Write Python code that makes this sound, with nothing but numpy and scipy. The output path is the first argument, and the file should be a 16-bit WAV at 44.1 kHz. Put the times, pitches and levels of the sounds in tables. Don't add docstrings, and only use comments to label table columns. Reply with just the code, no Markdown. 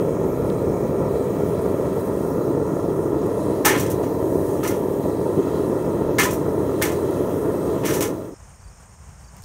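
import sys
import numpy as np
from scipy import signal
from scipy.fft import rfft, irfft
from scipy.io import wavfile

SR = 44100
rng = np.random.default_rng(int(sys.argv[2]) if len(sys.argv) > 2 else 0)


def voltage_ratio(level):
    return 10 ** (np.asarray(level, float) / 20)


def generate_wav(sig):
    pcm = np.round(np.clip(np.atleast_2d(sig).T, -1, 1) * 32767).astype(np.int16)
    wavfile.write(sys.argv[1], SR, pcm)


N = 416304
TIME = np.arange(N) / SR
HZ = np.maximum(np.fft.rfftfreq(N, 1 / SR), 1)


def rms_one(x):
    return x / np.sqrt(np.mean(x ** 2) + 1e-20)


def in_time(rows):
    s, *columns = np.transpose(rows)
    return [np.interp(TIME, s, c) for c in columns]


def add_at(out, s, sound):
    start = round(s * SR)
    out[..., start:start + sound.shape[-1]] += sound


def bells(bumps):
    return sum(db / (1 + (2 * (HZ - hz) / width) ** 2) for hz, width, db in bumps)


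def level_db(points, bumps):
    hz, db = np.transpose(points)
    return np.interp(np.log(HZ), np.log(hz), db) + bells(bumps)


def colour(x, points, bumps=()):
    return rms_one(irfft(rfft(x) * voltage_ratio(level_db(points, bumps)), N))


def resound(drive, points, bumps):
    body_db = level_db(points, bumps)
    cepstrum = irfft(body_db * np.log(10) / 20, N)
    cepstrum[1:N // 2] *= 2
    cepstrum[N // 2 + 1:] = 0
    body = np.exp(rfft(cepstrum)) / np.sqrt(np.mean(voltage_ratio(body_db) ** 2))
    return irfft(rfft(drive) * body, N)


def band(x, low_hz, high_hz):
    return signal.sosfilt(signal.butter(4, [low_hz, high_hz], "band", fs=SR, output="sos"), x)


def between(x, low_hz, high_hz):
    return signal.sosfiltfilt(signal.butter(2, [low_hz, high_hz], "band", fs=SR, output="sos"), x)


def drift(rate):
    r = np.exp(-80 * np.pi * rate / SR)
    slow = signal.lfilter([1], [1, -2 * r, r * r], rng.standard_normal(N // 40 + 2002))[2000:]
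    return np.interp(np.arange(N) / 40, np.arange(len(slow)), rms_one(slow))


# frequency in Hz, level in dB per Hz.
FLAME_SPECTRUM = [(26, -53), (45, -19), (101, -5.5), (186, -4), (241, -1.5), (404, -2), (633, -10),
                  (779, -18.5), (959, -16.5), (1100, -19), (1350, -21), (1500, -34), (1880, -31.5),
                  (2800, -51), (3640, -70), (6160, -120)]
# frequency in Hz, width in Hz, level in dB.
CHAMBER_MODES = [(234, 46.5, -8), (423, 103, 3), (763, 37, -8), (918, 140, 2.5), (1120, 25, -12),
                 (1420, 46, 12.5), (1464, 79, -19.5), (1970, 80, 8), (2050, 134, -20)]
# time in seconds, share of the mouth filled (0-1).
SPOON_IN_MOUTH = [
    (0, 1),
    (1.75, 1),
    (2.1, 0),
    (9.44, 0),
]
# time in seconds, level of the mouth mode in dB.
MOUTH_SINGING = [
    (0.0, -33.5),
    (1.75, -34.5),
    (2.8, -29.5),
    (3.5, -29.5),
    (4.35, -31.5),
    (7.8, -30.5),
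]
# time in seconds, share (0-1).
WORKER_LEAN = [
    (0, 0),
    (3.0, 0.07),
    (3.9, 0.5),
    (4.6, 1),
    (5.2, 0.8),
    (5.45, 0),
    (7.0, 0),
    (9.44, 0),
]
# time in seconds, swell in dB.
FLARES = [(0.130, 3.5), (0.239, 2.5), (0.385, -1), (0.671, 5.5), (1.0, 6), (2.568, 4), (2.670, 0),
          (2.95, 1), (3.091, -3), (3.496, 10), (4.352, 7), (4.928, 1.5), (5.053, 10.5), (5.375, 9),
          (7.457, 1)]
FLARE_RISE_S, FLARE_DECAY_S = 0.0024, 0.014
POCKETS_PER_S, POCKET_SHARE = 900, 0.6
ROAR_DB, UPPER_FLAME_DB = -21.5, -37.5


def flame():
    pockets = rms_one((rng.random(N) < POCKETS_PER_S / SR) * rng.exponential(1, N))
    turbulence = rng.standard_normal(N)
    heat = POCKET_SHARE * pockets + np.sqrt(1 - POCKET_SHARE ** 2) * turbulence
    roar = colour(heat * voltage_ratio(0.24 * drift(29)), FLAME_SPECTRUM, CHAMBER_MODES)
    (spoon,), (mouth_db,), (lean,) = in_time(SPOON_IN_MOUTH), in_time(MOUTH_SINGING), in_time(WORKER_LEAN)
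    shifts = [(274, 345, mouth_db - np.mean(mouth_db)),
              (2130, 2500, 6.9 * spoon), (444, 580, 1.6 * spoon),
              (140, 243, 2.2 * spoon), (820, 1100, -1.3 * spoon),
              (1195, 1500, -5.1 * lean), (830, 1040, 1.0 * lean),
              (1000, 1120, -1.5 * lean), (130, 290, -1.1 * lean)]
    roar = roar + sum(between(roar, low_hz, high_hz) * (voltage_ratio(db) - 1) for low_hz, high_hz, db in shifts)

    flare_db, t = np.zeros(N), TIME[:SR // 4]
    flare = (1 - np.exp(-t / FLARE_RISE_S)) * np.exp(-t / FLARE_DECAY_S)
    for s, db in FLARES:
        add_at(flare_db, s, 1.14 * db * flare)
    low = between(roar, 25, 810)
    upper = voltage_ratio(UPPER_FLAME_DB - 1.3 + 0.2 * flare_db) * rms_one(roar - low)
    return voltage_ratio(ROAR_DB + flare_db) * rms_one(low) + upper


# frequency in Hz, level in dB per Hz.
JET_SPECTRUM = [(880, -35), (1500, -3), (1820, -1.5), (2660, -16.5), (2820, -12.5), (3180, -10),
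                (4010, -11.5), (5000, -16.5), (6690, -11), (7470, -14), (8680, -9.5), (10500, -11.5),
                (15200, -12), (16000, -7.5), (16500, -38)]
# frequency in Hz, width in Hz, level in dB.
TUBE_WHISTLES = [(2620, 50, 13), (3180, 83, 3.5), (4040, 62, 8), (4800, 80, 7)]
# time in seconds, swing of the hiss in dB.
GAS_FLOW = [(0.0, -0.5), (0.59, -1.5), (1.17, 0), (2.0, 0.5), (2.19, 0.5), (2.35, 0.5), (3.15, -1.5),
            (3.52, 1.5), (4.02, 0.5), (4.3, 1.5), (4.47, 3), (4.63, 2.5), (5.32, 1), (5.49, 1.5),
            (6.15, 0.5), (6.67, 1), (7.06, 2), (7.8, 1)]
# start in seconds, end in seconds, level in dB.
LEG_SHADES = [
    (2.15, 3.25, -3.5),
    (3.954, 5.4, -2.5),
]
SHADE_EDGE_S = 0.14
TUBE_HZ, TUBE_ECHO = 662, 0.17
TUBE_DB, TUBE_FOLLOWS, TUBE_RISE_DB_PER_S, NOZZLE_DB = -57.5, 0.6, 0.24, -51.5


def jet():
    flow_db, = in_time(GAS_FLOW)
    shade_db = sum(db * np.clip(np.minimum(TIME - start, end - TIME) / SHADE_EDGE_S, 0, 1)
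                   for start, end, db in LEG_SHADES)
    tube_db = TUBE_DB + TUBE_FOLLOWS * flow_db + TUBE_RISE_DB_PER_S * TIME + shade_db
    nozzle_db = NOZZLE_DB + flow_db
    echo = TUBE_ECHO / (1 + (HZ / 9000) ** 2) * np.exp(-2j * np.pi * HZ / TUBE_HZ)
    combed = irfft(rfft(rng.standard_normal(N)) / (1 - echo), N)
    hiss = colour(combed, JET_SPECTRUM, TUBE_WHISTLES)
    edges_hz = [2500, 3600, 5000, 6200, 7600, 9500, 11500, 13500, 15500]
    for low_hz, high_hz in zip(edges_hz[:-1], edges_hz[1:]):
        hiss = hiss + between(hiss, low_hz, high_hz) * (voltage_ratio(1.8 * drift(3.5)) - 1)
    tube = between(hiss, 900, 5700)
    nozzle = voltage_ratio(nozzle_db + 1.0 + 0.37 * drift(1.7)) * rms_one(hiss - tube)
    return voltage_ratio(tube_db + 4.5) * rms_one(tube) + nozzle


# time in seconds, rattle in dB, ring in dB.
BLOWS = [(3.647, -22, -18), (3.652, -12.5, -24), (3.659, -24, -17), (3.682, -22, -22), (3.697, -37, -24.5),
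         (3.735, -42, -28), (3.775, -30.5, -36), (4.030, -43, -42.5), (4.629, -40, -33), (4.634, -33, -44),
         (4.645, -33, -35.5), (4.660, -35, -37), (4.674, -27.5, -38), (4.705, -35, -39), (4.735, -45, -47),
         (6.184, -18.5, -19), (6.195, -19.5, -17.5), (6.231, -21.5, -23.5), (6.814, -30, -23.5),
         (6.821, -21.5, -36), (6.850, -29, -31), (6.884, -36, -39), (6.915, -37, -46), (7.835, -43, -33.5),
         (8.006, -24.5, -32), (8.022, -23.5, -28)]
# time in seconds, rattle in dB, top above 10 kHz in dB.
SLAG_DROPS = [
    (3.748, -34, 3),
    (3.796, -26.5, 2),
    (3.824, -31, -3),
    (3.862, -33.5, -7),
    (3.900, -34, 6),
    (3.914, -38, 8),
    (6.307, -30.5, 3),
    (6.331, -33, 5),
]
# start in seconds, length in seconds, rattle in dB, ring in dB.
STROKES = [
    (7.842, 0.072, -28.5, -31.5),
    (7.924, .04, -29, -38),
]
# frequency in Hz, level in dB per Hz.
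RATTLE_SPECTRUM = [(2000, -6), (3500, -7.5), (4800, -7.5), (5700, 0), (7000, -2.5), (9500, -2),
                   (10500, -4.5), (12500, -3), (16000, -4.5)]
# frequency in Hz, width in Hz, level in dB.
SPOON_MODES = [(5728, 50, 7), (5927, 30, 9), (6126, 50, 6), (6440, 50, 9), (6800, 60, 6), (7270, 50, 7),
               (7700, 50, 6), (8600, 60, 5), (9544, 35, 9), (11200, 70, 6), (12300, 70, 5), (13400, 80, 6)]
# frequency in Hz, level in dB per Hz.
SHEET_SPECTRUM = [(550, -38), (780, -2.5), (1100, -3), (1500, -2.5), (2000, -6.5), (2600, -4.5),
                  (3500, -11), (4800, -15.5), (7000, -35)]
# frequency in Hz, width in Hz, level in dB.
PAN_MODES = [(851, 35, 10), (1007, 28, 13), (1055, 30, 11), (1147, 30, 5), (1270, 35, 7), (1386, 30, 8),
             (1594, 18, 8), (1728, 24, 7), (1765, 46, 10), (1841, 22, 8), (1976, 18, 11), (2093, 26, 12),
             (2215, 28, 12), (2350, 30, 5), (2503, 18, 9), (2837, 26, 7), (2916, 18, 9), (3128, 26, 5),
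             (3260, 38, 9), (3474, 22, 10), (3690, 28, 6), (4011, 30, 5), (4340, 35, 5)]
# frequency in Hz, width in Hz, level in dB.
EDGE_CLANG = [(1880, 260, 3), (1020, 260, -2), (3000, 1000, 0)]
TOP_DB, TOP_PER_DB, BLOW_T60_S, SHORTER_PER_DB = -3.5, 0.58, 0.25, 0.04
BLOW_RISE_S, SLAG_RISE_S, SLAG_T60_S, SLAG_RING_DB = 0.0012, 0.0004, 0.15, -21
STROKE_ATTACK_S, STROKE_RELEASE_S, STROKE_SAG_DB_PER_S = 0.017, 0.039, 30


def pan():
    shower = rng.standard_normal((2, N)) * voltage_ratio(1.5 * np.minimum(rng.exponential(1, (2, N)), 5))
    power, t = np.zeros((3, N)), TIME[:SR // 2]

    def strike(s, rattle_db, top_db, ring_db, t60, rise):
        burst = (1 - np.exp(-t / rise)) * voltage_ratio(-60 * t / t60)
        gains = voltage_ratio(np.array([[rattle_db], [rattle_db + top_db], [ring_db]]))
        add_at(power, s, (gains * burst) ** 2)

    for s, rattle_db, ring_db in BLOWS:
        excess_db = rattle_db - ring_db
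        t60 = BLOW_T60_S * np.exp(-SHORTER_PER_DB * excess_db)
        strike(s, rattle_db, TOP_DB + TOP_PER_DB * excess_db, ring_db, t60, BLOW_RISE_S)
    for s, rattle_db, top_db in SLAG_DROPS:
        strike(s, rattle_db, top_db, rattle_db + SLAG_RING_DB, SLAG_T60_S, SLAG_RISE_S)
    for s, length, rattle_db, ring_db in STROKES:
        stroke = np.clip(t / STROKE_ATTACK_S, 0, 1) * np.exp(-np.maximum(t - length, 0) / STROKE_RELEASE_S)
        sag_db = -STROKE_SAG_DB_PER_S * t
        gains = voltage_ratio(np.array([rattle_db + sag_db, rattle_db + sag_db, ring_db + 0.3 * sag_db]))
        add_at(power, s, (stroke * gains) ** 2)

    rattle, top, ringing = np.sqrt(power)
    ringing = ringing * voltage_ratio(0.28 * drift(50))
    clatter = rms_one(shower[0]) * voltage_ratio(0.98 * drift(55))
    low = resound(rattle * clatter, RATTLE_SPECTRUM, SPOON_MODES)
    high = resound(top * clatter, RATTLE_SPECTRUM, SPOON_MODES)
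    split = signal.butter(2, 10000, fs=SR, output="sos")
    bright = signal.sosfiltfilt(split, low) + high - signal.sosfiltfilt(split, high)
    return bright + resound(ringing * rms_one(shower[1]), SHEET_SPECTRUM, PAN_MODES + EDGE_CLANG)


# frequency in Hz, level in dB, t60 in seconds.
RIM_MODES = [(838, -2, 0.17), (1009, 0.5, 0.19), (1060, -6, 0.16), (1260, 0, 0.1), (1400, -4, 0.25),
             (1740, -5.5, 0.11), (1780, 1, 0.059), (1924, -6, 0.12), (2100, -1, 0.11), (2260, -7, 0.08),
             (2503, -9, 0.12), (2840, -10, 0.18), (2918, -6, .15), (3260, 1, .15)]
# time in seconds, level in dB, pitch in Hz.
RIM_HITS = [(3.648, -31, 2300), (3.657, -18, 1780), (3.654, -17, 850), (3.665, -17, 1780),
            (3.668, -24, 2230), (3.672, -24, 1000), (3.694, -16, 1740), (3.738, -21, 1000),
            (3.745, -36, 2840), (3.76, -32, 2100), (3.805, -38, 1800), (3.8, -35, 1000),
            (4.630, -27.5, 1260), (4.70, -31, 1260), (4.647, -29, 1850), (4.660, -28, 1100),
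            (4.682, -33, 2000), (6.185, -18, 880), (6.204, -15, 2150), (6.229, -30, 1400),
            (6.29, -33, 2500), (6.186, -13, 2100), (6.189, -16, 1760), (6.198, -25, 1030),
            (6.215, -19, 1800), (6.255, -21, 1050), (6.25, -25, 1800), (6.815, -25, 1800),
            (6.822, -17.5, 2150), (6.826, -27, 2600), (6.834, -29, 1000), (6.846, -23, 2050),
            (7.86, -33, 2150), (7.885, -30, 1450), (8.026, -34, 1000)]
FAVOUR_DB_PER_OCTAVE = 42


def rim():
    out, t = np.zeros(N), TIME[:SR // 4]
    for s, db, near_hz in RIM_HITS:
        tone = 0
        for hz, mode_db, t60 in RIM_MODES:
            far_db = FAVOUR_DB_PER_OCTAVE * abs(np.log2(hz / near_hz))
            tone = tone + voltage_ratio(db + mode_db - far_db - 60 * t / t60) * np.sin(2 * np.pi * hz * t)
        add_at(out, s, tone * (1 - np.exp(-t / BLOW_RISE_S)))
    return out


# time in seconds, peak in dB, centre in Hz.
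STEEL_CRACKS = [
    (3.6525, -7, 11000),
    (3.660, -8, 6000),
    (6.1848, -11, 2600),
    (6.1995, -8, 6800),
    (6.232, -11, 8000),
    (6.333, -20, 12000),
    (6.8225, -9, 13000),
    (6.8238, -9, 7200),
    (8.0078, -17, 7000),
    (8.0085, -22, 3000),
]
# time in seconds, peak in dB, centre in Hz.
GRIT = [(0.501, -33, 2700), (3.263, -32, 10000), (7.109, -29, 11000), (8.560, -51, 13000),
        (8.652, -53, 12000), (8.700, -50, 13000), (9.208, -50, 14000), (9.215, -52, 14000),
        (9.222, -51, 13000), (9.232, -53, 12000), (9.322, -51, 13000), (9.367, -33, 9000),
        (9.384, -50, 13000), (9.400, -48, 13000), (9.408, -46, 13000), (9.422, -34, 11000),
        (9.430, -37, 7000), (9.435, -40, 7000), (9.438, -32, 6500)]


def snaps(events, t60):
    size = 400
    out = np.zeros(N + size)
    noise = rng.standard_normal((len(events), size))
    decay = voltage_ratio(-60 * np.arange(size) / SR / t60)
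    for (s, db, hz), puff in zip(events, noise):
        edges_hz = [hz / 1.6, min(hz * 1.6, 0.45 * SR)]
        sos = signal.butter(2, edges_hz, "band", fs=SR, output="sos")
        snap = signal.sosfilt(sos, puff * decay)
        add_at(out, s, voltage_ratio(db) * snap / np.abs(snap).max())
    return out[:N]


# start in seconds, length in seconds, level in dB, low edge in Hz.
SCUFFS = [
    (1.38, .04, -60, 8000),
    (1.6, 0.11, -54, 6500),
    (1.95, 0.12, -50, 8000),
    (2.08, .3, -60, 8000),
    (3.38, .14, -56, 5000),
    (3.89, .05, -55, 9000),
    (4.25, .1, -58, 8000),
    (4.45, .12, -52, 5000),
]


def scuffs():
    out, noise = np.zeros(N), rng.standard_normal(N) * voltage_ratio(2.5 * drift(40))
    for s, length, db, low_hz in SCUFFS:
        brush = np.clip((TIME - s) / 0.012, 0, 1) * np.clip(1.5 - (TIME - s) / length, 0, 1)
        out += voltage_ratio(db) * brush * rms_one(band(noise, low_hz, 15500))
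    return out


# peak in seconds, level in dB, half length in seconds.
GUSTS = [
    (0.42, -31, .15),
    (0.677, -29, 0.063),
    (0.92, -35, .15),
    (3.1, -51, .3),
    (3.7, -51, .2),
    (4.46, -40, .12),
    (6.1, -30, .08),
    (6.36, -46, .07),
    (8.3, -48, .1),
    (8.653, -39, 0.18),
]
BREEZE_DB, GUST_SLOPE_DB = -69, 11


def wind():
    gusts = sum(voltage_ratio(db - GUST_SLOPE_DB * np.abs(TIME - s) / half) ** 2 for s, db, half in GUSTS)
    power = voltage_ratio(BREEZE_DB) ** 2 + gusts
    return voltage_ratio(-3.5) * np.sqrt(power) * rms_one(band(rng.standard_normal(N), 28, 75))


CHIRPS_S = [8.595, 9.196]
CHIRP_STROKES_DB = [-62, -57, -56]
CHIRP_GAP_S = 0.038


def cricket():
    out, t = np.zeros(N), np.arange(round(0.028 * SR)) / SR
    stroke = np.hanning(len(t)) * np.sin(2 * np.pi * (4900 * t - 9000 * t ** 2))
    for s in CHIRPS_S:
        for k, db in enumerate(CHIRP_STROKES_DB):
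            add_at(out, s + k * CHIRP_GAP_S, voltage_ratio(db) * stroke)
    return out


KATYDID_HZ, KATYDID_PER_S, KATYDID_DB = 8900, 15.8, -58


def katydid():
    strokes = np.maximum(np.cos(2 * np.pi * KATYDID_PER_S * (TIME - 8.43)), 0) ** 5
    phrase = np.interp(TIME, [8.3, 8.4, 8.86, 8.95, 9.15, 9.25], [0, 1, 1, 0.2, 0.2, 0.8])
    loudness = voltage_ratio(KATYDID_DB) * strokes * phrase * voltage_ratio(2.7 * drift(9))
    return loudness * np.sin(2 * np.pi * np.cumsum(KATYDID_HZ + 90 * drift(60)) / SR)


# frequency in Hz, width in Hz, level in dB.
CHORUS = [(5510, 750, -66), (6620, 980, -63), (8420, 430, -67), (9040, 270, -69.5)]


def insects():
    return sum(voltage_ratio(db + 2.3 * drift(30)) * rms_one(band(rng.standard_normal(N), hz - width / 2, hz + width / 2))
               for hz, width, db in CHORUS)


# frequency in Hz, level in dB per Hz.
YARD_SPECTRUM = [(12, -41), (20, -27.5), (53, -1), (77, -6), (179, -17.5), (305, -31), (994, -27),
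                 (2810, -40), (3830, -47), (6910, -29.5), (7730, -32), (8650, -34), (10500, -49),
                 (15200, -55), (16500, -70)]
YARD_DB = -45


def yard():
    bumps = [(6800, 5000, -9), (30, 30, -15), (258, 110, -1.5)]   # Hz, width Hz, dB
    return voltage_ratio(YARD_DB + 1.2 * drift(11.0)) * colour(rng.standard_normal(N), YARD_SPECTRUM, bumps)


FADE_FROM_S, FADE_CUT_S, FADE_END_SHARE = 7.974, 8.342, 0.12


def scene():
    near = np.interp(TIME, [FADE_FROM_S, FADE_CUT_S, FADE_CUT_S + 100 / SR], [1, FADE_END_SHARE, 0])
    places = near * (flame() + jet()) + (1 - near) * yard()
    knocks = pan() + rim() + snaps(STEEL_CRACKS, 0.0017)
    steps = snaps(GRIT, 0.0042) + scuffs()
    singers = insects() * voltage_ratio(1.5 * near) + katydid() + cricket()
    return (places + knocks + steps + wind() + singers)[None]


def low_pass(x):
    return signal.sosfilt(signal.butter(12, 17010, fs=SR, output="sos"), x)


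# frequency in Hz, width in Hz, level in dB.
MICROPHONE_RIPPLES = [(10420, 330, -4), (12700, 400, 0.5), (15700, 630, 1)]
CUTOFF_HZ, LEAK = 15760, 0.003


def record(dry):
    rumble_filter = 1 / (1 + (30 / HZ) ** 4)
    steep_cut = np.clip((CUTOFF_HZ - HZ) / 40, LEAK, 1)
    gain = voltage_ratio(bells(MICROPHONE_RIPPLES)) * rumble_filter * steep_cut
    rounded = 0.95 * np.tanh(dry / 0.95)
    mix = irfft(rfft(rounded) * gain, N)
    return low_pass(mix)


dry = scene()
out = record(dry)
generate_wav(out)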